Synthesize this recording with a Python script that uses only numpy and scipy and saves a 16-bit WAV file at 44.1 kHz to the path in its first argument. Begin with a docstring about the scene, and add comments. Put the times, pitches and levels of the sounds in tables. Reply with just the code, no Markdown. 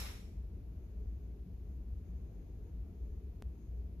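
"""In a gym, the plates of a barbell clash as it is locked overhead. They knock on the ends of the bar
a few times in quick succession, the steel rings, and the clang dies away in the room.
Air rumbles in the ventilation ducts and the fan hums throughout, over faint microphone hiss
and a thin sizzle on the left. Late on there is one dry electrical click."""
import sys
import numpy as np
from scipy import signal
from scipy.fft import rfft, irfft
from scipy.io import wavfile
from scipy.ndimage import uniform_filter1d

SR = 44100
rng = np.random.default_rng(int(sys.argv[2]) if len(sys.argv) > 2 else 0)


def unload_wav(signal):
    """Save mono or channel-first audio to the path in sys.argv[1] as 16-bit WAV at rate SR, clipped to [-1, 1]."""
    wavfile.write(
        sys.argv[1],
        SR,
        np.round(np.clip(np.atleast_2d(signal).T, -1, 1) * 32767).astype(np.int16),
    )


N = 176400  # 4 seconds

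# plates knocking on the ends of the bar (time [s], level [dB], dull above [Hz])
KNOCKS = [(0.0, -46, 22000), (0.013, -54, 2000), (0.053, -54, 4830), (0.085, -58.5, 3000)]
# tone colour of the clattering plates (frequency [Hz], relative level [dB])
CLATTER_COLOUR = [(200, -1), (600, -2.5), (1100, .3), (1750, -3.2), (2150, 2.3), (3100, -1.5), (3950, 2.6),
                  (5050, -5.5), (5380, 4), (5800, -2), (7500, -3.5), (8600, -11), (9600, -3.5),
                  (11500, -1.5), (14500, -6.5)]
# which side the clang leans to (frequency [Hz], left minus right [dB])
CLANG_SIDE = [(600, 3), (2300, 1.4), (4200, -2), (5400, -2.5), (6500, 1), (8000, -8.5), (9600, 1.5),
              (12000, -.5), (14500, 0)]
# how long the gym echoes (frequency [Hz], time to fade by 60 dB [s])
GYM_ECHO = [(250, .6), (1000, 0.47), (2300, 0.62), (4000, 0.57), (6200, .68), (14000, 0.57)]
# ringing tones of the steel (frequency [Hz], relative level [dB], time to fade by 60 dB [s])
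STEEL_TONES = [(1254, -13, .55), (1526, -15, .55), (2122, -10.5, .6), (2192, -13, .65), (2325, -10, .65),
               (2470, -13, .5), (3174, -14, .54), (3705, -10, .45), (3805, -14, .5), (3908, -10, .45),
               (4302, -12, .45), (5309, -1, .46), (5353, -7, .5), (5410, -4, .52), (5516, -8.5, .55),
               (7210, -16, .5)]
# tone colour of the moving air (frequency [Hz], relative level [dB])
AIR_COLOUR = [(15, -33), (28, -23.5), (38, -8.5), (48, -5.5), (58, -1.5), (68, -7), (84, -8.5),
              (100, -16.5), (150, -22.5), (185, -21), (250, -27.5), (380, -30), (460, -34.5), (530, -41),
              (660, -40.5), (850, -50), (1200, -54), (1900, -59), (2500, -58), (3200, -68), (5000, -73),
              (14000, -89.5)]
# how alike the air sounds in both ears (frequency [Hz], likeness [0-1])
AIR_LIKENESS = [(60, 1), (130, 0.94), (280, 0.85), (450, 0.66), (700, .45), (1300, 0.085), (4000, .1)]
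# fan and motor tones (frequency [Hz], level [dB], waver [0-1])
FAN_TONES = [(59.22, -47.8, 0.56), (179.2, -66, .55), (419.2, -76, .65), (478.5, -82.5, .4), (931, -94, .7)]
# tone colour of the microphone hiss (frequency [Hz], relative level [dB])
HISS_COLOUR = [(500, 1), (1500, -1), (2500, 1.5), (3500, 0.5), (5000, -1), (7000, -4), (8000, -13),
               (8900, -12), (10000, -5), (11500, 0.5), (14500, 0)]
# how the sizzle comes and goes (time [s], level [dB])
SIZZLE_LEVELS = [(.5, -98), (.75, -87), (1.25, -87.5), (1.45, -96), (1.7, -87), (1.87, -91), (2.0, -86.5),
                 (2.45, -85.5), (2.55, -91), (2.7, -85), (2.85, -93), (3.18, -85), (3.3, -94), (3.48, -93),
                 (3.62, -83.5), (3.95, -96)]

VENT_PAN_DB = 1.6  # air and fan lean a little to the left


def amp(db):
    """Turns decibels into a number to multiply a sound by."""
    return 10 ** (np.asarray(db) / 20)


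def unit(x):
    """Scales a signal to an average (rms) strength of 1."""
    return x / np.sqrt(np.mean(abs(x) ** 2) + 1e-20)


def read(table, hz):
    """Looks up a value between a table's rows, on a pitch-like (log) scale."""
    row_hz, value = np.transpose(table)
    return np.interp(np.log(hz + 1), np.log(row_hz + 1), value)


def pan(db):
    """Left and right gains that make the left louder by db."""
    return amp(np.array([[.5], [-.5]]) * db)


def add(mix, start_s, sound):
    """Adds a stereo sound to the mix at the given time."""
    part = mix[:, max(round(start_s * SR), 0):][:, :sound.shape[1]]
    part += sound[:, :part.shape[1]]


def drift(rate_hz):
    """A slow random wobble of strength 1, as complex numbers."""
    hz = np.fft.fftfreq(N, 1 / SR)
    keep_slow = np.exp(-.5 * (hz / rate_hz) ** 2)
    return unit(np.fft.ifft(np.fft.fft(rng.standard_normal(N)) * keep_slow))


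def shaped_noise(gain):
    """Stereo noise, coloured by one gain for each frequency."""
    return unit(irfft(rfft(rng.standard_normal((2, N))) * gain, N))


def plate_knock(dull_hz, crack_db=-3, crack_fade_s=.011):
    """A plate makes contact with a short crack, then its clatter fades with the room's echo."""
    t = np.arange(SR) / SR
    hz, times, bands = signal.stft(rng.standard_normal((2, SR)), SR, nperseg=512)
    treble_cut = 1 / (1 + (hz / dull_hz) ** 4)
    bands *= (amp(read(CLATTER_COLOUR, hz)) * pan(read(CLANG_SIDE, hz)) * treble_cut)[:, :, None]
    steady = signal.istft(bands, SR)[1][:, :SR]
    fade = amp(-60 * times / read(GYM_ECHO, hz)[:, None])
    clatter = signal.istft(bands * fade, SR)[1][:, :SR] / steady.std()
    # reversed, so the crack's noise is unlike the clatter's
    crack = amp(crack_db) * unit(steady[:, ::-1]) * np.exp(-t / crack_fade_s)
    return crack + clatter


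def steel_ring(gain_db=-10, flutter_depth=.5, flutter_hz=14):
    """Each knock feeds the steel's tones; reflections make them flutter differently in each ear."""
    t, out = np.arange(SR) / SR, np.zeros((2, SR))
    for hz, db, fade_s in STEEL_TONES:
        energy = sum((t >= start_s) * amp(knock_db + db - 60 * abs(t - start_s) / fade_s) ** 2
                     for start_s, knock_db, _ in KNOCKS)
        flutter = 1 + flutter_depth * drift(flutter_hz)[:2 * SR].reshape(2, SR)
        cycles = hz * t + rng.random() + rng.random((2, 1)) / 2
        tone = (flutter * np.exp(2j * np.pi * cycles)).real
        out += np.sqrt(energy) * pan(read(CLANG_SIDE, hz)) * tone
    return amp(gain_db) * out


def barbell():
    """The plates hit, then settle with weaker, duller knocks, and the steel rings on."""
    out = np.zeros((2, N))
    for start_s, db, dull_hz in KNOCKS:
        add(out, start_s, amp(db) * plate_knock(dull_hz))
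    add(out, 0, steel_ring())
    return out


def ventilation(level_db=-45.5, patchy_db=1.0, swell_db=.5):
    """Air rumbles and rushes through ducts; its deep part is alike in both ears."""
    hz, _, bands = signal.stft(rng.standard_normal((2, N)), SR, nperseg=8192)
    likeness = read(AIR_LIKENESS, hz)[:, None]
    bands[0] = likeness * bands[1] + np.sqrt(1 - likeness ** 2) * bands[0]
    # neighbouring frequencies rise and dip together at random
    patches = unit(uniform_filter1d(rng.standard_normal(bands.shape[1:]), size=40, axis=0))
    bands *= amp(read(AIR_COLOUR, hz)[:, None] + patchy_db * patches)
    air = signal.istft(bands, SR)[1][:, :N]
    swell = amp(swell_db * drift(rate_hz=2).real)
    return amp(level_db) * pan(VENT_PAN_DB) * unit(air * swell)


def fan_hum(swell_at_s=1, swell_width_s=.052, swell_hz=420, swell_db=-64.5):
    """The fan and its motor hum with wavering tones; one tone stands out for a moment."""
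    t, hum = np.arange(N) / SR, np.zeros(N)
    for hz, db, waver in FAN_TONES:
        wobble = 1 - waver + waver * drift(rate_hz=7)
        tone = np.exp(2j * np.pi * (hz * t + rng.random()))
        hum += amp(db) * unit((wobble * tone).real)
    swell = amp(swell_db) * np.exp(-.5 * ((t - swell_at_s) / swell_width_s) ** 2)
    hum += swell * unit(np.sin(2 * np.pi * swell_hz * t))
    return hum * pan(VENT_PAN_DB)


def microphone_hiss(level_db=-78.5):
    """The microphone makes a smooth, faint noise of its own."""
    hz = np.fft.rfftfreq(N, 1 / SR)
    return amp(level_db) * pan(db=2.5) * shaped_noise(amp(read(HISS_COLOUR, hz)))


def sizzle(centre_hz=6490, width_hz=360, flicker_db=2):
    """A narrow band of high hiss comes and goes in the left ear."""
    t, hz = np.arange(N) / SR, np.fft.rfftfreq(N, 1 / SR)
    noise = shaped_noise(np.exp(-.5 * ((hz - centre_hz) / width_hz) ** 2))[0]
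    level_db = np.interp(t, *np.transpose(SIZZLE_LEVELS))
    level_db += flicker_db * unit(drift(rate_hz=9.1).real)
    return np.stack([noise * amp(level_db), np.zeros(N)])


def electrical_click(start_s=3.4233, level_db=-37, fade_s=.0015):
    """The signal jumps and falls straight back, with no room echo."""
    t, out = np.arange(SR // 20) / SR, np.zeros((2, N))
    add(out, start_s, -amp(level_db) * pan(db=1.3) * np.exp(-t / fade_s))
    return out


def scene():
    """The clang over the gym's steady background, and one late click."""
    return barbell() + ventilation() + fan_hum() + microphone_hiss() + sizzle() + electrical_click()


def record(dry):
    """Cuts away the highest treble, above 14540 Hz."""
    low_pass = signal.firwin(511, 14540, window=("kaiser", 9), fs=SR)
    return signal.oaconvolve(dry, low_pass[None], "same")


dry = scene()
out = record(dry)
unload_wav(out)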